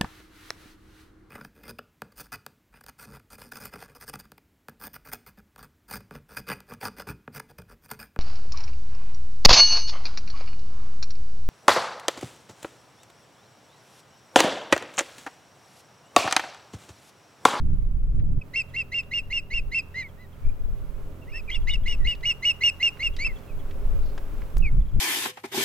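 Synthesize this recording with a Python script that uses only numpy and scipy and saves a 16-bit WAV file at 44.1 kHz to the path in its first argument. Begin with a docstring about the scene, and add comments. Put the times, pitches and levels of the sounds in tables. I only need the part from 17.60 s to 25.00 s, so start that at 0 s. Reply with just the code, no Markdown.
"""At a marsh nest, ospreys call in two runs of whistled chirps, about five a second.
Each chirp is a tone with overtones and rasp: it starts low, breaks upward and arches down.
The tree line answers faintly, as fading noise that smears the calls. Wind buffets the microphone
as gusts of low noise; a far engine hums as a few steady tones under a roar, a rush and a hiss.
Short bursts of noise make small clicks close by and a soft rustle; one sharp pop is a decaying pulse."""
import sys
import numpy as np
from scipy import signal
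from scipy.fft import rfft, irfft, next_fast_len
from scipy.io import wavfile
from scipy.ndimage import uniform_filter1d, map_coordinates

SR = 44100
rng = np.random.default_rng(int(sys.argv[2]) if len(sys.argv) > 2 else 0)


def int16_out(signal):
    """Quantize to a 16-bit WAV file."""
    q = np.round(np.clip(np.atleast_2d(signal).T, -1, 1) * 32767)
    wavfile.write(sys.argv[1], SR, q.astype(np.int16))


N = 326340  # length in samples
TOP_HZ = 16550  # nothing is kept above this

# Chirps in two registers. Each row: start in seconds, register break in seconds, end in seconds,
# mid-arch pitch in Hz, level in dB, swell across the arch in dB, overtone in dB against the tone (trimmed later).
CHIRPS = [(0.931, 0.959, 1.023, 2733, -24, 0, -20.5), (1.133, 1.164, 1.228, 2744, -26.5, 3, -28),
          (1.313, 1.343, 1.414, 2780, -25, 3, -25), (1.506, 1.537, 1.608, 2810, -25, 1.5, -24),
          (1.697, 1.728, 1.802, 2798, -25, 4, -22), (1.899, 1.938, 2.002, 2774, -26.5, 2, -24.5),
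          (2.111, 2.146, 2.209, 2707, -23.5, 1.5, -21.5), (3.89, 3.913, 3.976, 2895, -29.5, 3, -25),
          (4.067, 4.097, 4.164, 2923, -27, -1.5, -30.5), (4.252, 4.279, 4.352, 2878, -30, 1.5, -20.5),
          (4.44, 4.473, 4.545, 2870, -25.5, -3, -31), (4.625, 4.655, 4.729, 2868, -21.5, 2.5, -22),
          (4.819, 4.852, 4.922, 2873, -18.5, 1, -23), (5.003, 5.036, 5.103, 2840, -17, 0.5, -20.5),
          (5.195, 5.228, 5.295, 2817, -18.5, 0, -22), (5.39, 5.43, 5.488, 2810, -23.5, 4, -24),
          (5.582, 5.647, 5.684, 2680, -24.5, -4, -19)]
# Soft arched notes that end or open a run. Each row: start in seconds, length in seconds,
# top pitch in Hz, level in dB at the loudest.
PEEPS = [(2.342, 0.094, 2100, -30.5), (2.573, .092, 2030, -54), (3.688, 0.038, 2850, -55),
         (3.719, 0.093, 2707, -37)]
# Straight slurs, mostly falling. Each row: start in seconds, length in seconds, start pitch in Hz,
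# end pitch in Hz, level in dB at the loudest.
SLURS = [(0.812, 0.016, 2630, 2380, -39.5), (2.413, 0.07, 2460, 1990, -41.5),
         (2.83, 0.047, 2260, 2460, -59.5), (2.885, .025, 2340, 2450, -56), (3.614, .034, 2800, 2620, -54),
         (3.669, 0.042, 1830, 2290, -51.5), (3.734, 0.05, 1730, 1980, -45.5),
         (3.877, 0.038, 2496, 2184, -36.5), (4.392, .061, 1990, 1890, -52.5),
         (5.66, 0.068, 2405, 1960, -41), (5.87, .065, 2800, 2210, -56), (7.022, 0.074, 2744, 2083, -32.5)]
# Faint falling squeaks. Each row: start in seconds, level in dB.
SQUEAKS = [(1.095, -64.5), (2.485, -62.5), (2.725, -65), (4.018, -58.5), (4.233, -56.5), (5.535, -56),
           (5.759, -55), (5.83, -64), (5.992, -59), (7.21, -64), (7.255, -66), (7.285, -65), (7.335, -67)]
# Cracks of the voice, a second whistle above the arch. Each row: start in seconds, length in seconds,
# start pitch in Hz, end pitch in Hz, level in dB.
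CRACKS = [(3.914, .04, 3100, 3460, -34.5), (4.111, .028, 3650, 3680, -36)]
# Hoarseness, the basic depth of the quick level flicker. Each row: time in seconds, depth in dB.
HOARSE = [(2.4, .3), (3.7, 1.5), (4.3, 1.4), (4.5, .3), (5.25, .25), (5.7, .9)]
# How the beak colours the voice. Each row: frequency in Hz, gain in dB.
BEAK = [(1000, 1), (5000, -0.5), (5350, 0), (5800, 3), (7200, 3), (7900, 7), (8400, 3), (9400, 3.5),
        (11000, 7.5), (12500, -8), (15500, -2)]
# How long the pines ring. Each row: frequency in Hz, time to fall 60 dB in seconds.
TREES = [(1000, .3), (2700, .6), (5000, .5), (10000, .2)]
# Gusts on the microphone. Each row: time of full strength in seconds, hold in seconds,
# dying-away time constant in seconds, buffet in dB, flutter in dB.
GUSTS = [(0.015, 0.13, .04, -19, -26.5), (0.197, 0.322, .05, -21, -34.5), (0.549, .24, 0.0072, -20, -27),
         (1.611, 0.22, .04, -36, -60), (1.947, 0.12, .04, -26.5, -44.5), (2.849, 0.045, .035, -17, -34),
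         (3.015, 0.11, .04, -23.5, -48), (3.182, .3, 0.048, -31.5, -47), (3.692, 0.36, .04, -33, -55),
         (3.969, 0.39, .05, -21, -40.5), (4.403, 0.058, 0.028, -16.5, -36.5), (4.567, .1, 0.068, -35, -48),
         (5.46, 0.27, 0.035, -28, -52.5), (5.93, .9, 0.074, -27.5, -51.5), (6.249, 0.19, .05, -19.5, -44.5),
         (6.968, 0.073, 0.067, -15.5, -31.5), (7.13, 0.054, 0.058, -14, -27.5),
         (7.347, 0.083, 0.044, -16.5, -25.5)]
# Colours of the two wind layers. Each row: frequency in Hz, relative level in dB per Hz.
BUFFET = [(5, -31.5), (12, 12.5), (22, -3.5), (35, -0.5), (55, -13), (90, -25), (160, -40.5), (400, -113)]
FLUTTER = [(35, -14), (65, 5), (90, -1), (150, -4), (220, -15.5), (330, -23.5), (700, -60.5), (2000, -92)]
# Dry clicks. Each row: start in seconds, level in dB before a 4 dB lift, centre in Hz,
# time to fall 60 dB in seconds.
CLICKS = [(0.595, -54.5, 1980, 0.056), (1.43, -51.5, 2980, 0.031), (4.549, -46, 3540, 0.032),
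          (4.607, -52, 3000, 0.031), (5.369, -48, 2020, 0.039), (5.564, -38.5, 3680, 0.039),
          (5.666, -40, 1300, 0.035), (5.786, -55, 3500, 0.046), (6.109, -45.5, 2620, 0.034),
          (6.576, -36, 1260, 0.043), (6.578, -43, 4500, 0.024), (6.818, -36.5, 1970, 0.016),
          (6.9794, -40.5, 10900, .025)]
# The sharp pop: start in seconds, level in dB before it is panned, decay time constant in seconds.
POP = (6.9703, -23, .003)
# Colours of the rustle, roar, rush and hiss. Each row: frequency in Hz, relative level in dB per Hz.
RUSTLE = [(2500, -23), (4200, 4), (5200, -3), (7500, -21.5)]
ROAR = [(100, -14.5), (220, 0.5), (290, 3), (345, -4), (410, 4.5), (480, -4), (555, 0.5), (700, -9.5),
        (1100, -24), (3000, -43.5)]
RUSH = [(300, -10.5), (700, -1.5), (1000, 0), (1350, -1.5), (1800, -8.5), (2500, -8.5), (3300, -13.5),
        (4500, -18.5), (8000, -20.5), (16000, -31)]
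HISS = [(1000, -21), (5000, -21.5), (11000, 1), (11600, 4), (16500, 3)]
# Tones of the far engine. Each row: frequency in Hz, level in dB before a 1.5 dB lift.
HUM = [(86, -49.5), (129, -52), (172, -57.5), (215, -62.5)]
# Slow drift of the background; only the departure from its average is used.
# Three stretches of rows, each row: time in seconds, level in dB.
BACKGROUND = [
    [(0.0, -77.5), (0.434, -79.5), (0.77, -80.5)],
    [(0.87, -73.5), (1.95, -74), (6.92, -67.5)],
    [(7.08, -71.5), (7.244, -73.5), (7.4, -72)],
]
# Swells of the far roar. Each row: peak in seconds, half width in seconds, rise in dB.
ROAR_SWELLS = [(.65, 0.14, 6.5), (3.5, 0.4, 5), (6.3, 0.49, 6.5)]

LOW_MODE_HZ, HIGH_MODE_HZ = 2152, 2780  # the two natural pitches of the syrinx, the bird's voice box
CLIMB_S = 0.026  # time constant of the climb in the low register
BREAK_UNDER_HZ, END_UNDER_HZ = 72.5, 312  # how far the arch begins and ends below its mid pitch
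BREAK_S, SINK_DB = 0.0011, 11.5  # how fast the level jumps at the break; how far it sinks at the end
# An ordinary chirp: high register level, low register level, rasp against the tone
USUAL_DB, LOW_REGISTER_DB, RASP_DB = -26.5, -35.5, -22
# dB per dB: effort lifts the low register and clears the rasp
LOW_FOLLOWS, RASP_CLEARS = .6, .2
# dB per dB: hoarseness also lifts the low register and adds rasp
LOW_PER_HOARSE, RASP_PER_HOARSE = 3.35, 3.5
FIZZ_DB, FIZZ_GROWS = -40, 1  # white hiss against the tone in an ordinary chirp; dB per dB of effort
PEEP_ARCH = .125  # share by which both ends of a peep lie below its top
CRACK_JITTER = .014  # pitch unsteadiness of a crack, as a share of its pitch
GUST_ATTACK_S = 0.037  # rise time of every gust
CALM_BUFFET_DB, CALM_FLUTTER_DB = -46.5, -50  # the light air between gusts
RUSTLE_S, RUSTLE_WIDTH_S, RUSTLE_DB = 6.47, 0.078, -63  # middle, half length, base level
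ROAR_DB, RUSH_DB, HISS_DB = -55, -58, -68  # base levels, before drift and swells


def amp(db):
    """Decibels to gain."""
    return 10 ** (np.asarray(db) / 20)


def unit(x):
    """Scale to an average (rms) strength of 1."""
    return x / np.sqrt(np.mean(x ** 2) + 1e-20)


def along(points, hz):
    """Read a value between (Hz, value) points, on a log frequency axis."""
    f, v = np.transpose(points)
    return np.interp(np.log(hz + 1), np.log(f + 1), v)


def wobble(rate, size=N):
    """A smooth random curve with this many random points a second."""
    points = rng.standard_normal(int(size * rate / SR) + 4)
    return map_coordinates(points, [np.arange(size) * rate / SR])


def filtered(x, response):
    """Change each frequency of x by a response, given as a function of Hz."""
    m = next_fast_len(N + SR // 2)
    return irfft(rfft(x, m) * response(np.fft.rfftfreq(m, 1 / SR)), m)[..., :N]


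def noise(spectrum, side_db):
    """Coloured stereo noise of rms 1; more side signal makes it wider."""
    mid, side = filtered(rng.standard_normal((2, N)), lambda hz: amp(along(spectrum, hz)))
    side = amp(side_db) * side
    return unit(np.array([mid + side, mid - side]))


def add(track, s, sound):
    """Mix a sound into a track at time s."""
    part = track[round(s * SR):][:len(sound)]
    part += sound[:len(part)]


def gate(t, rise, fall):
    """Smooth opening and closing of a sound, in seconds."""
    opening = np.sin(np.pi / 2 * np.clip(t / rise, 0, 1)) ** 2
    closing = np.sin(np.pi / 2 * np.clip((t[-1] - t) / fall, 0, 1)) ** 2
    return opening * closing


def ospreys(lag_s=.000046, pan_db=-0.6):
    """The beak colours the calls; they reach the two microphone ports a hair apart."""
    voice = filtered(cracked(chirps()) + whistles(), lambda hz: amp(along(BEAK, hz)))
    # opposite phase shifts delay one side against the other
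    direct = filtered(voice, lambda f: np.exp(1j * np.pi * f * lag_s * np.array([[1], [-1]])))
    return direct * amp([[pan_db], [-pan_db]]) + tree_line(voice)


def chirps(low_hz=1830, rise_hz=540, low_overtone_db=-16, low_third_db=-12, reed_db_per_s=190):
    """The pitch climbs in the low register, flips abruptly to the high one and arches down."""
    out = np.zeros(N)
    for start, flip, end, mid_hz, db, swell_db, overtone_db in CHIRPS:
        t = np.arange(round((end - start + .004) * SR)) / SR
        lead = flip - start
        effort_db = db - USUAL_DB
        hoarse_db = np.interp(start, *np.transpose(HOARSE))
        # progress from 0 to 1 through the low climb, then through the high arch
        climb = np.clip(t / lead, 0, 1)
        u = np.clip((t - lead) / (end - flip), 0, 1)

        high = (1 + np.tanh((t - lead) / .0006)) / 2
        low_pitch = low_hz + rise_hz * (1 - np.exp(-t / CLIMB_S))
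        high_pitch = arch(u, mid_hz - BREAK_UNDER_HZ, mid_hz, mid_hz - END_UNDER_HZ)
        pitch = (1 - high) * low_pitch + high * high_pitch

        # the level jumps at the break, swells or fades, and sinks as the pitch falls
        low_db = LOW_REGISTER_DB + LOW_FOLLOWS * effort_db + LOW_PER_HOARSE * hoarse_db
        low_db = low_db + 6 * (climb - .65)
        high_db = db + swell_db * np.clip(2 * u - 1, -.5, .5)
        high_db = high_db - SINK_DB * np.clip((u - .7) / 0.25, 0, 1)
        jump = (1 + np.tanh((t - lead) / BREAK_S)) / 2
        level = amp((1 - jump) * low_db + jump * high_db) * gate(t, rise=0.016, fall=0.01)
        # the level flickers most as the tone starts and as it falls away, where it also grows reedier
        shaky_db = .9 * (1 - high) + 2.2 * u ** 6
        level = level * flicker(start, len(t), shaky_db)

        # a low register that is held longer is brighter
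        low_bright_db = low_overtone_db + reed_db_per_s * (lead - .03) + 9 * (.5 - climb)
        bright_db = (1 - high) * low_bright_db + high * (overtone_db - 1.5 + 12 * u ** 3)
        third_db = (1 - high) * low_third_db + high * (-18 + 9 * u ** 2)
        rasp_db = RASP_DB - RASP_CLEARS * effort_db + RASP_PER_HOARSE * hoarse_db
        rasp_db = rasp_db + 3 * (1 - high) + 4 * u ** 4
        jitter = .004 * high + 0.017 * (1 - high)
        fizz_db = FIZZ_DB + FIZZ_GROWS * effort_db
        add(out, start, level * syrinx(pitch, bright_db, third_db, rasp_db, jitter, fizz_db=fizz_db))
    return out


def arch(u, first, middle, last):
    """A parabola through three pitches as u goes from 0 to 1."""
    return first * (1 - u) * (1 - 2 * u) + 2 * middle * 2 * u * (1 - u) + last * u * (2 * u - 1)


def flicker(start, size, extra_db=0):
    """The quick uneven level of a hoarse voice."""
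    depth_db = np.interp(start, *np.transpose(HOARSE)) + extra_db
    return amp(depth_db * wobble(240, size))


def syrinx(pitch, overtone_db, third_db, rasp_db, jitter, difference_db=-11, sum_db=-7,
           upper_sum_db=-18, air_db=-9, fizz_db=-41):
    """One mode whistles; the other mutters as narrow noise and mixes with it into side tones."""
    size = len(pitch)
    phase = 2 * np.pi * np.cumsum(pitch * (1 + jitter * wobble(900, size))) / SR
    upper_db = overtone_db + third_db
    levels = [overtone_db, upper_db, upper_db - 12, upper_db - 23.5]  # overtones 2 to 5
    overtones = sum(amp(db + 2.5 * wobble(110, size)) * np.sin(k * phase)
                    for k, db in enumerate(levels, 2))
    # the idle mode is the one that does not whistle now
    high = pitch > 2390
    idle_hz = np.where(high, LOW_MODE_HZ, HIGH_MODE_HZ)
    mutter = wobble(420, size) + 1j * wobble(420, size)
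    idle = mutter * np.exp(2j * np.pi * np.cumsum(idle_hz) / SR)
    # multiplying turning phases adds their frequencies; the conjugate subtracts
    turn = np.exp(1j * phase)
    sides = idle * (amp(sum_db) * turn + amp(upper_sum_db) * turn ** 2)
    sides = sides + amp(difference_db) * idle.conj() * turn ** 2 * high
    # the modes nearly stop mixing when the voice cracks above its usual range
    mixing = np.interp(pitch, [2900, 3150], [1, .15])
    breath_band = signal.butter(2, [1800, 5000], "band", fs=SR)
    air = unit(signal.lfilter(*breath_band, rng.standard_normal(size)))
    rasp = (idle + mixing * sides).real + amp(air_db) * air
    tone = np.sqrt(2) * (np.sin(phase) + overtones)
    return tone + amp(rasp_db) * rasp + amp(fizz_db) * rng.standard_normal(size)


def cracked(voice, steals_db=-10, rasp_db=-13):
    """Where the voice cracks, a harsh second whistle takes the breath from the main tone."""
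    dip_db, second = np.zeros(N), np.zeros(N)
    for start, length, first_hz, last_hz, db in CRACKS:
        t = np.arange(round(length * SR)) / SR
        opening = gate(t, rise=0.0032, fall=0.0074)
        pitch = np.linspace(first_hz, last_hz, len(t))
        tone = syrinx(pitch, -34.5, -15, rasp_db, CRACK_JITTER)
        add(second, start, amp(db) * opening * flicker(start, len(t), extra_db=0.5) * tone)
        add(dip_db, start, steals_db * opening)
    return voice * amp(dip_db) + second


def whistles():
    """Reedy arched peeps, purer slurs and tiny squeaks, all from the same voice model."""
    out = np.zeros(N)
    for start, length, top_hz, db in PEEPS:
        u = np.linspace(-1, 1, round(length * SR))
        pitch = top_hz * (1 - PEEP_ARCH * u ** 2)
        peep = note(pitch, overtone_db=-15.0, rasp_db=-18.5)
        add(out, start, amp(db) * flicker(start, len(u)) * peep)
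    for start, length, first_hz, last_hz, db in SLURS:
        pitch = np.linspace(first_hz, last_hz, round(length * SR))
        slur = note(pitch, overtone_db=-30.5, rasp_db=-38.5)
        add(out, start, amp(db) * flicker(start, len(pitch)) * slur)
    t = np.arange(round(0.03 * SR)) / SR
    for start, db in SQUEAKS:
        squeak = syrinx(np.linspace(3480, 2900, len(t)), -18.5, -2.5, -8.5, jitter=0.031)
        add(out, start, amp(db) * gate(t, rise=0.0025, fall=0.021) * squeak)
    return out


def note(pitch, overtone_db, rasp_db, sag_db=13.0, late_bright_db=7):
    """A whistled note: loudest in the middle, brighter towards its end."""
    t = np.arange(len(pitch)) / SR
    u = t / t[-1]
    swell = amp(-sag_db * (2 * u - 1) ** 2) * gate(t, rise=0.0021, fall=0.0052)
    return swell * syrinx(pitch, overtone_db + late_bright_db * (u - .5), -15.5, rasp_db, jitter=0.012)


def tree_line(x):
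    """A weak quick answer from the ground and platform, then a thin diffuse tail from the pines."""
    # fade each frequency of a noise burst at its own speed
    hz, t, z = signal.stft(rng.standard_normal((2, SR)), SR, nperseg=256)
    faded = z * amp(-60 * t / along(TREES, hz)[:, None])
    tail = signal.istft(faded, SR, nperseg=256)[1][:, :SR]
    early = rng.standard_normal((2, SR)) * amp(-60 * np.arange(SR) / SR / .14)  # falls 60 dB in 0.14 s
    answer = amp(-30) * unit(tail) + amp(-22) * unit(early)
    return signal.fftconvolve(x[None], answer / np.sqrt(SR), axes=1)[:, :N]


def wind():
    """Gusts push slow eddies over the ports, with a quicker flutter on top; each rises, holds and dies away."""
    t = np.arange(N) / SR
    buffet, flutter = amp(CALM_BUFFET_DB), amp(CALM_FLUTTER_DB)
    for s, hold, release, buffet_db, flutter_db in GUSTS:
        rise = np.clip(1 + (t - s) / GUST_ATTACK_S, 0, 1)
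        push = rise * np.exp(-np.maximum(t - s - hold, 0) / release)
        # overlapping gusts add as powers
        buffet = np.hypot(buffet, amp(buffet_db) * push)
        flutter = np.hypot(flutter, amp(flutter_db) * push)
    eddies = noise(BUFFET, side_db=-6.5)
    # even out the eddies' own loudness so that the gusts set it
    power = uniform_filter1d(np.mean(eddies ** 2, axis=0), size=SR // 12)
    eddies = eddies / np.sqrt(np.abs(power) + 1e-6)
    return buffet * eddies + flutter * noise(FLUTTER, side_db=-3.0) * amp([[-1.2], [1.2]])


def clicks(attack_s=0.0019):
    """Short dry ticks of band-limited noise close by, and one sharp pop, a decaying pulse."""
    ticks, pop, t = np.zeros(N), np.zeros(N), np.arange(SR // 8) / SR
    for s, db, hz, t60 in CLICKS:
        band = signal.butter(2, [hz / 2, min(hz * 1.27, TOP_HZ)], "band", fs=SR)
        fade = amp(db + 4.0 - 60 * t / t60) * (1 - np.exp(-t / attack_s))
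        add(ticks, s, fade * unit(signal.lfilter(*band, rng.standard_normal(len(t)))))
    s, db, decay = POP
    add(pop, s, amp(db) * np.exp(-t / decay))
    return ticks * amp([[-1], [1]]) + pop * amp([[-7], [4]])


def rustle(grain_db=4):
    """A brief uneven swish of noise, perhaps of nest twigs."""
    swell = np.exp(-((np.arange(N) / SR - RUSTLE_S) / RUSTLE_WIDTH_S) ** 2)
    return amp(RUSTLE_DB + grain_db * wobble(90)) * swell * noise(RUSTLE, side_db=-5.5)


def distance():
    """A far low roar with an engine's hum, the rush of air in the trees and a fine hiss."""
    t = np.arange(N) / SR
    level_db = np.interp(t, *np.transpose(np.vstack(BACKGROUND)))
    drift_db = level_db - level_db.mean()
    swell_db = sum(db * np.exp(-((t - s) / width) ** 2) for s, width, db in ROAR_SWELLS)
    roar_db = ROAR_DB + 0.67 * drift_db + swell_db + 0.63 * wobble(4.5)
    roar = amp(roar_db) * noise(ROAR, side_db=-8.5)
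    rush = amp(RUSH_DB + 0.96 * drift_db + 0.87 * wobble(9)) * noise(RUSH, side_db=-3.5)
    # all hum tones share one slightly uneven clock, so their pitches waver together
    clock = np.cumsum(1 + 0.00757 * wobble(5.2)) / SR
    hum = sum(amp(db + 1.5 + 2.2 * wobble(8.1)) * np.sin(2 * np.pi * hz * clock) for hz, db in HUM)
    hiss = amp(HISS_DB + drift_db) * noise(HISS, side_db=-12)
    return (roar + rush + hum) * amp([[-1.6], [1.3]]) + hiss


def scene():
    """Birds, wind, clicks, a rustle and the distance."""
    return ospreys() + wind() + clicks() + rustle() + distance()


def record(dry):
    """Fade both ends briefly so that they do not click, and remove all above the top frequency."""
    edges = gate(np.arange(N) / SR, rise=.004, fall=.006)
    return filtered(dry * edges, lambda hz: hz < TOP_HZ)


dry = scene()
out = record(dry)
int16_out(out)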